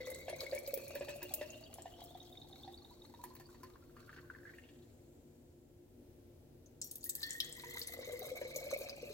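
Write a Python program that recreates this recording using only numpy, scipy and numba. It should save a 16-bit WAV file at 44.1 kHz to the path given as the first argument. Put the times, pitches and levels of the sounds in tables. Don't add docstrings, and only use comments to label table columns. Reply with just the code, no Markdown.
import sys
import numpy as np
from scipy import signal
from scipy.fft import rfft, irfft, next_fast_len
from scipy.io import wavfile
from scipy.ndimage import uniform_filter1d
from numba import njit

SR = 44100
rng = np.random.default_rng(int(sys.argv[2]) if len(sys.argv) > 2 else 0)


def wav_out(sig):
    wavfile.write(sys.argv[1], SR, np.round(np.clip(np.atleast_2d(sig).T, -1, 1) * 32767).astype(np.int16))


N = 402633
TIME = np.arange(N) / SR
SWAP_S = 6
COVERED_FILL = 0.074
OPPOSITE = np.array([[1], [-1]])


def undb(db):
    return 10 ** (np.asarray(db) / 20)


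def unit(x):
    return x / np.sqrt(np.mean(x ** 2) + 1e-30)


def steady(x, count=11025):
    power = np.abs(uniform_filter1d(x ** 2, count))
    return x / np.sqrt(power + 1e-12)


def add(out, s, x):
    i = max(int(s * SR), 0)
    out[..., i:i + x.shape[-1]] += x[..., :N - i]


def colour(x, points):
    hz, db = np.transpose(points)
    size = next_fast_len(N)
    f = np.maximum(np.fft.rfftfreq(size, 1 / SR), 1)
    gain = undb(np.interp(np.log(f), np.log(hz), db))
    return irfft(rfft(x, size) * gain, size)[..., :N]


def high_pass(x, hz, order):
    return signal.sosfilt(signal.butter(order, hz, "high", fs=SR, output="sos"), x)


def low_pass(x, hz):
    return signal.sosfilt(signal.butter(1, hz, fs=SR, output="sos"), x)


def walk(rate):
    return unit(np.interp(TIME * rate, np.arange(2048), rng.standard_normal(2048)))


@njit
def resonate(x, hz, q):
    y, band, low = np.empty(len(x)), 0., 0.
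    for i in range(len(x)):
        g = np.tan(np.pi * min(hz[i] / SR, .45))
        v = (band + g * (x[i] - low)) / (1 + g * (g + 1 / q))
        band = 2 * v - band
        low = low + 2 * g * v
        y[i] = v / q
    return y


def resonate_twice(x, hz, first_q, second_q):
    return resonate(resonate(x, hz, float(first_q)), hz, float(second_q))


def patter(rate, spread_db, decay_s):
    size_db = spread_db * np.minimum(rng.standard_normal(N), 2)
    hits = (rng.random(N) < rate / SR) * undb(size_db)
    energy = signal.lfilter([1], [1, -np.exp(-2 / (decay_s * SR))], hits ** 2 + 1e-12)
    return np.sqrt(energy) * rng.standard_normal(N)


def bubbles(centre_hz, count, octaves, cycles, rise, spread_db):
    out, t = np.zeros(N), np.arange(1024) / SR
    for (when, size), loud in zip(rng.random((count, 2)), rng.standard_normal(count)):
        hz = centre_hz[int(when * N)] * 2 ** (octaves * (size - .5))
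        age = t * hz / cycles
        envelope = undb(spread_db * min(loud, 2)) * (np.exp(-age) - np.exp(-4 * age))
        glide = 1 + rise * (1 - np.exp(-age / 2))
        add(out, when * N / SR, envelope * np.sin(2 * np.pi * hz * t * glide))
    return steady(out)


def by_chance(gain, db, count, spread_db=6):
    when, size, share = rng.random((count, 3)).T
    s = (np.arange(count) + when) / count * TIME[-1]
    level_db = 20 * np.log10(np.interp(s, TIME, gain) + 1e-9)
    peak_db = level_db + db + spread_db * (2 * size - 1)
    return np.transpose([s, peak_db, share])


def per_bottle(first, second):
    first_curve = np.interp(TIME, *np.transpose(first))
    second_curve = np.interp(TIME, *np.transpose(second))
    return np.where(TIME < SWAP_S, first_curve, second_curve)


def kitchen(side_db=-16, wide_hz=800, left_db=1.5):
    # pitch_hz [Hz], relative level_db [dB]
    air_colour = [(15, -48), (25, -9), (108, -2.5), (153, -16.5), (170, -14), (285, -5.5), (317, -10.5),
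                  (354, -4.5), (394, -12.5), (476, -10.5), (1230, -36.5), (1370, -34), (2050, -36.5),
                  (9320, -40.5), (16000, -37)]
    # pitch_hz [Hz], level_db [dB] before the swell and balance
    hum_tones = [(80.7, -73), (118, -76.5), (145.3, -71), (242.2, -72.5), (290.7, -75), (350.5, -69.5),
                 (1324, -100)]
    # time_s [s], level_db [dB]
    swell = [(0, 2), (4.3, 0.5), (4.7, 0.5), (5.4, -0.7), (5.6, -2.5), (5.85, -2), (6.05, 0.5), (6.7, -0.5),
             (7.3, 0), (8, 1.4)]
    mid, side = rng.standard_normal((2, N))
    side = undb(side_db) * side + 0.98 * high_pass(side, wide_hz, order=1)
    air = undb(-62) * unit(colour(mid + OPPOSITE * side, air_colour))
    hum = np.zeros(N)
    for hz, db in hum_tones:
        angle = 2 * np.pi * hz * TIME
        hum += undb(db) * (walk(11) * np.sin(angle) + walk(10) * np.cos(angle))
    level = undb(np.interp(TIME, *np.transpose(swell)))
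    return (air + hum) * level * undb(left_db * OPPOSITE / 2)


def reflections(x, near_db=0.0, near_s=0.0091, room_db=-15, low_t60=0.96, high_t60=0.59,
                split_hz=3000, wall_db=-9, wall_s=0.0099):
    t = np.arange(32768) / SR
    near, room = rng.standard_normal((2, 2, len(t)))
    apart = high_pass(near[1], 1100, order=2)
    near = (near[0] + apart * OPPOSITE) * np.exp(-t / near_s)
    near = high_pass(near, 800, order=2)
    low = low_pass(room, split_hz)
    tail = low * undb(-60 * t / low_t60) + (room - low) * undb(-60 * t / high_t60)
    room = low_pass(tail * (1 - np.exp(-t / 0.023)), 9000)
    response = (undb(near_db) * unit(near) + undb(room_db) * unit(room)) / np.sqrt(len(t))
    echo = np.interp(TIME - wall_s, TIME, low_pass(x, split_hz), left=0)
    return signal.oaconvolve(x[None], response, axes=1)[:, :N] + undb(wall_db) * echo * OPPOSITE


def settling_foam(hz=7400, db=-80):
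    pops = patter(rate=850, spread_db=3, decay_s=0.0024)
    hiss = resonate_twice(pops, np.full(N, float(hz)), 4, 4)
    return undb(db) * unit(hiss) * np.interp(TIME, [4.2, 4.7, 5.2, 6.2], [0, 1, .7, 0])


def glass_modes(weight):
    # pitch_hz [Hz], time to fall by 60 dB t60_s [s], relative level_db [dB]
    modes = [(3404, 0.3, 2), (4177, .4, -13), (4414, 0.24, -4), (4980, 0.18, -12), (5600, .27, -6),
             (5690, 0.18, -8), (6210, 0.19, -1), (7150, 0.13, -16)]
    t = np.arange(22050) / SR
    return sum(weight(hz) * undb(db - 60 * t / t60) * np.sin(2 * np.pi * hz * t) for hz, t60, db in modes)


def bottle_ring(cracks):
    bare = np.interp(TIME, [6, 6.5, 7.45, 8.3], [0, 1, 1, 0])
    return undb(-66) * signal.oaconvolve(cracks * bare, glass_modes(np.ones_like))[:N]


def glass_hits(octaves=.4):
    # start_s [s], relative level_db [dB], centre_hz of the modes they excite [Hz]
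    strikes = [(6.816, -47, 5930), (6.912, -69, 6060), (7.095, -68, 7000), (7.231, -47.5, 4270),
               (7.307, -53, 5960), (7.403, -44, 3970)]
    out = np.zeros(N)
    for s, db, centre_hz in strikes:
        ring = glass_modes(lambda hz: np.exp(-(np.log2(hz / centre_hz) / octaves) ** 2))
        add(out, s, undb(db) * ring)
    return out


def shoulder(x, q=6):
    # pitch_hz [Hz], relative level_db [dB]
    top_modes = [(950, -16), (1800, -14.5), (2500, -26)]
    return sum(undb(db) * resonate(x, np.full(N, float(hz)), float(q)) for hz, db in top_modes)


def welling(neck_q=4.5, froth_q=2.6, froth_db=0, fine_db=-7):
    # time_s [s], relative level_db [dB], ring_hz [Hz]
    wash_points = [(3.9, -103, 1250), (3.98, -71, 1300), (4.07, -76, 1450), (4.11, -63, 1490),
                   (4.19, -66, 1580), (4.27, -77, 1570), (4.32, -65, 1610), (4.41, -72, 1700),
                   (4.47, -63, 1760), (4.6, -77.5, 1840), (4.69, -79, 1890), (4.75, -84, 1890),
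                   (4.83, -80, 1819), (4.95, -101, 1893)]
    thinning_s, froth_start_hz, froth_rise = 4.56, 2600, 1.9
    when, db, hz = np.transpose(wash_points)
    ring_hz = np.interp(TIME, when, hz)
    froth_hz = froth_start_hz * 2 ** (froth_rise * np.clip(TIME - thinning_s, 0, .5))
    churn = patter(rate=140, spread_db=4, decay_s=0.003)

    def band(centre_hz, q):
        return steady(resonate_twice(churn, centre_hz, q, q))

    thin = np.clip((TIME - thinning_s) / 0.079 + .5, 0, 1)
    spraying = np.interp(TIME, [4.18, 4.27, 4.45, 4.55], [1, 0.22, 0.14, 0.51])
    wash = (1 - 0.66 * thin) * band(ring_hz, neck_q)
    wash += undb(froth_db) * thin * band(froth_hz, froth_q)
    wash += undb(fine_db) * spraying * band(froth_hz, 2.6)
    return undb(np.interp(TIME, when, db, left=-200, right=-200)) * wash


def chirps(decay_s=.0035, attack_s=.0015, rise=.05):
    # start_s [s], peak level_db [dB] before panning, pitch_hz they glide around [Hz]
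    small_bubbles = [(0.464, -43, 2120), (.576, -42.5, 2260), (1.637, -51, 4580), (1.938, -52, 3090),
                     (2.092, -59, 3350), (2.148, -55, 3420), (2.2021, -49.5, 3680), (2.325, -52.5, 3650),
                     (2.3727, -47, 3610), (2.417, -48.5, 3690), (2.5275, -49.5, 3670), (2.56, -57, 3710),
                     (2.6336, -48, 3530), (2.68, -66, 3700), (2.7417, -49.5, 3750), (2.7753, -51, 4500),
                     (2.8466, -52.5, 3710), (3.0194, -52.5, 3740), (3.051, -58, 4130), (3.1465, -58, 3770),
                     (3.4568, -56.5, 4580), (4.821, -70, 4050)]
    out, t = np.zeros(N), np.arange(2048) / SR
    envelope = (1 - np.exp(-t / attack_s)) * np.exp(-t / decay_s)
    for s, db, hz in small_bubbles:
        phase = 2 * np.pi * hz * t * (1 + rise * (np.tanh(t / decay_s / 2) - .5))
        add(out, s, undb(db) * envelope / envelope.max() * np.sin(phase))
    return out


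def drops(fill, wave_hz, spray_gain, q=7.8, ping=0.98, rise=0.068, lowest_hz=4000, highest_hz=15000):
    # start_s [s], level_db [dB] before mixing, pitch_hz [Hz], decay_s [s]
    loud_drops = [(.1015, -34.5, 11870, .004), (.1461, -38, 7860, 0.0034), (.406, -28.5, 4400, 0.0022),
                  (.513, -38, 4650, 0.0023), (.549, -34, 11300, .003), (.5885, -34.5, 12300, .004),
                  (.663, -42, 4830, 0.0022), (.6752, -32, 14500, 0.0062), (.7402, -23.5, 14900, .003),
                  (.775, -33, 13000, 0.0027), (.8805, -34.5, 11400, 0.0026), (.952, -30, 14700, 0.0027),
                  (1.161, -43, 10600, .003), (1.2291, -27.5, 15000, 0.0023), (1.3384, -24, 14250, 0.0029),
                  (1.503, -43, 6660, 0.0027), (1.7399, -36, 11100, 0.0016), (1.8208, -40.5, 7740, .003),
                  (2.039, -43, 15000, .003), (3.2391, -35.5, 13060, .002), (3.3516, -43.5, 15200, .003),
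                  (3.398, -46.5, 13450, .003), (3.6325, -47, 12000, 0.0033), (6.6593, -57.5, 6370, 0.0052),
                  (6.815, -31, 7620, 0.0069), (6.816, -43, 5400, 0.0064), (6.843, -35, 13800, 0.0017),
                  (6.872, -52, 7000, .004), (6.9118, -34.5, 11400, 0.0031), (6.9558, -35.5, 13000, 0.0022),
                  (7.008, -52, 6900, 0.0055), (7.029, -46, 9300, 0.0033), (7.031, -50, 4530, 0.0033),
                  (7.0405, -32, 14000, 0.0017), (7.0536, -38.5, 10200, 0.004),
                  (7.0925, -26.5, 13300, 0.0037), (7.0945, -28, 7790, 0.0053), (7.1, -42, 7100, .002),
                  (7.152, -28, 12400, 0.0016), (7.205, -46, 4200, .005), (7.217, -43, 7650, 0.0035),
                  (7.23, -29.5, 4410, 0.0057), (7.294, -44, 7500, 0.0036), (7.3063, -29, 7570, 0.0015),
                  (7.3298, -36.5, 8100, 0.0037), (7.4021, -21, 3290, 0.0023), (7.404, -27.5, 5100, 0.0025),
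                  (7.405, -36, 13100, 0.0037), (7.446, -37.5, 7300, 0.0041), (7.5254, -36, 7820, 0.0042),
                  (7.794, -29, 13100, .003), (7.8158, -32.5, 4750, 0.0065), (7.872, -32, 10760, 0.0044),
                  (7.936, -35, 13300, 0.0033), (8.1928, -33, 14300, 0.0027), (8.27, -45, 13100, .003),
                  (8.5604, -31.5, 6900, 0.0027), (8.563, -30, 13500, 0.0041), (8.787, -37.5, 13200, 0.0027),
                  (8.8952, -34.5, 5030, 0.0056)]
    small_db, small_decay_s = 19, 0.0019
    out, cracks, t = np.zeros(N), np.zeros(N), np.arange(4096) / SR
    click = np.exp(-t / .0008)
    small = [(s, db, lowest_hz + share * (highest_hz - lowest_hz), small_decay_s)
             for s, db, share in by_chance(spray_gain, small_db, count=60)]
    for s, db, hz, decay_s in list(loud_drops) + small:
        on_glass = np.interp(s, TIME, fill) < COVERED_FILL
        attack_s, snap = (0.00042, 0.53) if on_glass else (0.00014, 2.9)
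        envelope = (1 - np.exp(-t / attack_s)) * (np.exp(-t / decay_s) + snap * click)
        scatter = np.repeat(rng.exponential(size=32), 128)
        droplets = undb(-20) * np.exp(-t / 0.027) * scatter
        crack = (envelope + droplets) * rng.standard_normal(len(t))
        glide = 1 + rise * (np.tanh(t / decay_s) - 1)
        bubble = envelope * np.sin(2 * np.pi * hz * t * glide)
        tonal = np.interp(hz, [8000, 12000], [1, .25])
        sound = unit(resonate(crack, np.full(len(t), float(hz)), q * np.sqrt(tonal)))
        sound += ping * tonal * unit(bubble)
        sound += 0.67 * unit(np.diff(crack, prepend=0))
        add(out, s, undb(db) * sound / np.abs(sound).max())
        add(cracks, s, undb(db) * crack)
    out = undb(1.5) * high_pass(out, 3100, order=5)
    return out + bottle_ring(out) + undb(-18.5) * resonate(cracks, wave_hz, 14.0)


def gulps(neck_hz, wave_hz, neck_gain, rise=0.017, jug_hz=360):
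    # start_s [s], tone level_db [dB] before mixing, pitch_hz it glides up to [Hz],
    # decay_s [s], splash_db relative to the tone [dB] before mixing
    big_gulps = [(.003, -39, 507, .012, 7), (.072, -35.5, 539, 0.0044, -10), (.115, -32.5, 583, 0.0035, -7),
                 (.62, -40, 523, .008, -2), (.282, -25, 654, 0.0025, 6), (.3, -28, 600, 0.0032, -9),
                 (.33, -30, 655, 0.0068, -16), (.433, -29, 541, 0.0045, 1), (.523, -26.5, 552, 0.0036, 0),
                 (.529, -22.5, 587, 0.0085, -2.5), (.559, -28.5, 555, 0.007, 3),
                 (.677, -31, 564, 0.021, -30), (.734, -24.5, 542, 0.0067, -28),
                 (.774, -26.5, 484, 0.0025, -2), (.954, -28, 568, 0.0074, 9), (1.009, -26, 556, 0.0029, 5),
                 (1.084, -31.5, 578.6, 0.0067, 13.5), (1.219, -47.5, 620, 0.0035, 26.5),
                 (1.412, -26.5, 579, 0.005, 9), (1.785, -31.5, 720, 0.0013, 0),
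                 (1.857, -30.5, 740, 0.0028, 2), (2.018, -36, 730, 0.0019, -18),
                 (2.151, -36.5, 740, 0.0041, -4), (2.677, -37.5, 764, 0.0049, 2),
                 (3.05, -56, 940, 0.002, 9), (3.14, -42, 930, 0.0013, -1), (3.238, -36, 950, 0.0026, 7),
                 (3.312, -54, 980, .003, 11), (3.352, -50.5, 980, 0.0028, 15.5),
                 (3.49, -57.5, 1060, 0.0025, 5), (3.545, -50.5, 1000, 0.0041, 12),
                 (3.7, -55, 1150, 0.0032, 5), (3.897, -56, 1430, 0.0016, -8),
                 (3.399, -48.5, 795, 0.0041, 17), (3.632, -41.5, 1030, 0.013, 13),
                 (3.756, -46.5, 1100, 0.0057, -6), (3.967, -42.5, 1180, 0.0031, 1),
                 (4.094, -36.5, 1580, 0.00064, -10), (4.13, -44, 1740, 0.0016, 3),
                 (4.163, -45, 1510, 0.0036, 10), (4.186, -48, 1800, 0.0025, -3),
                 (4.301, -32.5, 1506, 0.0032, -27), (4.35, -41, 1760, 0.003, -10),
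                 (4.433, -52, 1780, 0.0033, -10), (4.49, -47, 1740, 0.0033, -8),
                 (4.453, -41.5, 1650, 0.0058, -17), (4.537, -47, 1910, 0.0058, -11),
                 (4.585, -44, 1830, 0.0052, -14), (4.587, -50, 2750, .003, -9),
                 (4.638, -46.5, 2800, 0.0029, -6), (4.69, -51, 2850, 0.0028, 8),
                 (7.063, -47, 1903, 0.013, -9), (7.18, -55, 1810, 0.026, -20),
                 (7.231, -38, 1825, 0.04, -19), (7.28, -48, 1920, 0.017, -20),
                 (7.352, -36.5, 1872, 0.034, -20), (7.58, -51.5, 1000, 0.0055, -5),
                 (7.636, -39, 964, 0.0061, 17), (7.655, -49, 485, 0.033, -15), (7.755, -42, 940, 0.0063, 9),
                 (7.895, -43, 685, .004, -5), (7.938, -40, 680, .004, 4), (7.99, -29, 547, 0.0027, -19),
                 (8.073, -33, 510, 0.0065, -17), (8.095, -30, 593, .005, -12),
                 (8.131, -31.5, 496, 0.0075, 2), (8.15, -37, 509, 0.012, -19),
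                 (8.274, -35, 550, 0.0047, -14), (8.365, -37, 686, 0.008, -9), (8.45, -32, 492, 0.0053, -9),
                 (8.665, -31, 578, 0.0086, -8), (8.893, -39, 564, 0.027, -18),
                 (9.093, -43.5, 587, 0.01, -18), (9.1, -34.5, 434, 0.0092, -17),
                 (8.218, -37, 733, 0.011, -14), (8.315, -29, 524, 0.012, -29.5),
                 (8.414, -25, 564, 0.0059, 1.5), (8.562, -27.5, 568, 0.0042, -31),
                 (8.728, -24, 590, 0.0055, -52), (8.762, -26.5, 578, 0.0031, -33),
                 (8.812, -29, 526, 0.0026, -12), (9.028, -31, 487, 0.0066, -35)]
    small_db, small_decay_s, small_splash_db = 13.5, 0.0084, -18
    lowest, highest = .85, 1.3
    swell_cycles = 1.5
    tones, splashes, slosh = np.zeros((3, N))
    t = np.arange(4096) / SR
    small = [(s, db, np.interp(s, TIME, neck_hz) * (lowest + share * (highest - lowest)),
              small_decay_s, small_splash_db)
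             for s, db, share in by_chance(neck_gain, small_db, count=70)]
    for s, db, hz, decay_s, splash_db in list(big_gulps) + small:
        envelope = (1 - np.exp(-(t * hz / swell_cycles) ** 2)) * np.exp(-t / decay_s)
        phase = 2 * np.pi * hz * t * (1 + rise * (np.tanh(t / decay_s / 2) - 1))
        burst = np.exp(-t / 0.019) * rng.standard_normal(len(t))
        add(tones, s - .001, undb(db) * envelope / envelope.max() * np.sin(phase))
        add(splashes, s, undb(db + splash_db) * burst)
        add(slosh, s, undb(db + 1) * np.exp(-t / 0.017) * burst)
    full = np.interp(neck_hz, [750, 1150], [0, 1])
    wet = full * slosh
    plops = resonate(resonate(wet, neck_hz * 1.32, 5.6), neck_hz, 5.3) + .5 * shoulder(wet)
    rings = undb(-3.0) * resonate(tones, neck_hz, 50.0) + undb(-16.5) * resonate(splashes, wave_hz, 26.0)
    jug = resonate(tones + undb(12.0) * splashes, np.full(N, float(jug_hz)), 47.0)
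    return undb(-8.0) * (tones + jug) + rings + undb(-2.5) * shoulder(splashes) + undb(3.5) * plops


def stream_levels(fill):
    # time_s [s], relative level_db [dB]
    first_churn = [(0, -0.5), (.15, -3.5), (.272, -7.5), (.3, 4), (.39, -4.5), (.47, -4), (1.05, -1),
                   (1.4, -2.5), (1.65, -6), (1.95, -3.5), (2.25, -5.5), (2.6, -4.5), (2.95, -7.5),
                   (3.25, -2), (3.85, -9), (4.15, -2), (4.28, -13.5), (4.58, -4), (4.75, -18), (5.05, -19)]
    second_churn = [(6.82, -34), (7.1, -21), (7.25, -4), (7.55, -7), (7.8, 0.5), (8, -3.5), (8.25, 0.5),
                    (8.45, -4.5), (8.7, 2), (9.13, -1)]
    pool_fill, shallow_loss_db = 0.2, 41.5
    shoulder_fill, shoulder_loss_db = 0.703, 68
    flowing = (TIME < first_churn[-1][0]) | (TIME > second_churn[0][0])
    churn = flowing * undb(per_bottle(first_churn, second_churn))
    shallow = np.clip(1 - fill / pool_fill, 0, 1)
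    covered = np.clip(fill / COVERED_FILL, 0, 1)
    narrowing = np.maximum(fill - shoulder_fill, 0) / (1 - shoulder_fill)
    neck = churn * undb(-46 - 22.5 * fill - shallow_loss_db * shallow)
    wave = churn * undb(-55 - 3.5 * fill - shoulder_loss_db * narrowing) * covered
    foam = churn * undb(-52 - 13.5 * fill)
    spray = churn * undb(-57 - 22 * fill)
    return neck, wave, foam, spray


def stream(neck_hz, wave_hz, neck, wave, fizz, spray, surge_db=2, wave_q=22, foam_hz=2330, fizz_hz=4400):
    # pitch_hz [Hz], relative level_db [dB]
    splash_colour = [(400, -36), (850, -5.5), (1300, -1), (1800, -5.5), (2400, 2), (3100, -19.5),
                     (3900, 5.5), (4900, -5.5), (6500, -6), (10000, -13)]
    # pitch_hz [Hz], relative level_db [dB]
    spatter_colour = [(300, -61), (900, 0), (1500, -11.5), (3000, -12), (4500, -8.5), (7500, 8),
                      (9400, -1.5), (12000, 6), (15000, 0.5), (17000, 16.5)]

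    neck_knocks = patter(rate=105, spread_db=1, decay_s=0.0046)
    neck_tone = steady(resonate_twice(neck_knocks, neck_hz, 22, 1.7))
    gurgle = bubbles(neck_hz * 0.955, count=500, octaves=1.11, cycles=5.5, rise=0.039, spread_db=5.5)
    burble = bubbles(np.full(N, 1250.), count=1500, octaves=1.5, cycles=5, rise=.08, spread_db=4)

    blur = np.clip((wave_hz - foam_hz) / 700, 0, 1)
    knocks = patter(rate=140, spread_db=3, decay_s=0.003)
    sharp = steady(resonate_twice(knocks, wave_hz, wave_q, 6.4))
    blips = bubbles(wave_hz, count=550, octaves=.3, cycles=10, rise=.04, spread_db=5)
    wide = steady(.8 * blips + .45 * steady(resonate_twice(knocks, wave_hz, 4, 4)))
    near_pitch = bubbles(wave_hz, count=700, octaves=.28, cycles=10, rise=.04, spread_db=5)
    chirping = steady(resonate(near_pitch, wave_hz, 6.))
    deep = np.interp(neck_hz, [470, 500], [.25, .5])
    clear_wave = np.sqrt(1 - deep) * sharp + np.sqrt(deep) * chirping
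    wave_tone = np.sqrt(1 - blur) * clear_wave + undb(-5) * np.sqrt(blur) * wide
    overtone_knocks = patter(rate=190, spread_db=3.5, decay_s=0.0015)
    overtone = steady(resonate(overtone_knocks, wave_hz * 1.807, 12.0))

    pops = patter(rate=260, spread_db=8.5, decay_s=0.0037)
    foam = steady(resonate_twice(pops, np.full(N, float(fizz_hz)), 1.7, 1.7))
    splashing = steady(colour(patter(rate=70, spread_db=13.0, decay_s=0.0014), splash_colour))
    droplets = bubbles(np.full(N, 5000.), count=1600, octaves=1.3, cycles=14, rise=.02, spread_db=7)
    spatter = steady(colour(patter(rate=90, spread_db=3.0, decay_s=0.0054), spatter_colour))

    tall = np.interp(wave_hz, [2250, 2900], [1, 0])
    clear = np.interp(neck_hz, [740, 860], [1, .15])
    neck_sound = neck * (undb(-0.5) * clear * neck_tone + undb(-12) * gurgle + undb(-20.5) * burble)
    wave_sound = wave * (undb(-2.5) * wave_tone + undb(-8.5) * tall * overtone)
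    fizz_sound = fizz * (undb(-12) * foam + undb(-11) * splashing + undb(-11) * clear * droplets)
    surge = undb(surge_db * walk(22))
    return surge * (neck_sound + wave_sound + fizz_sound + undb(11.5) * spray * spatter)


def scene(first_pan_db=0.24, second_pan_db=2.0, shade_db=2):
    # time_s [s], fill [share 0-1]
    first_fill = [(0, 0.25), (1.4, 0.46), (1.9, 0.585), (2.5, 0.665), (2.85, 0.69), (3.2, 0.79),
                  (3.7, 0.87), (4, 0.9), (4.3, 0.82), (4.6, 0.96)]
    second_fill = [(7.02, 0.018), (7.5, 0.13), (7.92, .12), (7.99, 0.22), (8.3, .2), (8.6, 0.31),
                   (9.13, 0.43)]
    # time_s [s], pitch_hz [Hz]
    first_wave = [(0, 2022), (1, 2477), (1.5, 2723), (2, 3180), (2.5, 3720), (2.8, 3750), (3.4, 4420)]
    second_wave = [(7.1, 1812), (8, 2035), (9.13, 2510)]
    empty_neck_hz = 441.2
    fill = np.clip(per_bottle(first_fill, second_fill), 0, .96)
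    neck_hz = empty_neck_hz / np.sqrt(1 - fill)
    wave_hz = per_bottle(first_wave, second_wave)
    neck, wave, fizz, spray = stream_levels(fill)

    flow = stream(neck_hz, wave_hz, neck, wave, fizz, spray)
    juice = flow + undb(-12.0) * bottle_ring(flow) + welling() + settling_foam()
    pops = gulps(neck_hz, wave_hz, neck) + chirps() + glass_hits()
    splats = drops(fill, wave_hz, spray)

    second = TIME > SWAP_S
    pan_db = np.where(second, second_pan_db, first_pan_db)
    pan = undb(OPPOSITE / 2 * pan_db)
    shaded = undb(OPPOSITE / 2 * (pan_db + shade_db))
    left, right = (juice + pops) * pan + splats * shaded
    late = np.where(second, np.roll(right, 7), np.roll(right, 2))
    scattered = (reflections(juice) + reflections(pops, near_db=-4.5, near_s=0.014)) * pan
    scattered += reflections(splats, near_db=-1, near_s=0.01) * shaded
    return np.array([left, late]) + scattered + kitchen()


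def record(dry):
    return signal.sosfilt(signal.ellip(10, .2, 70, 16000, fs=SR, output="sos"), dry)


dry = scene()
out = record(dry)
wav_out(out)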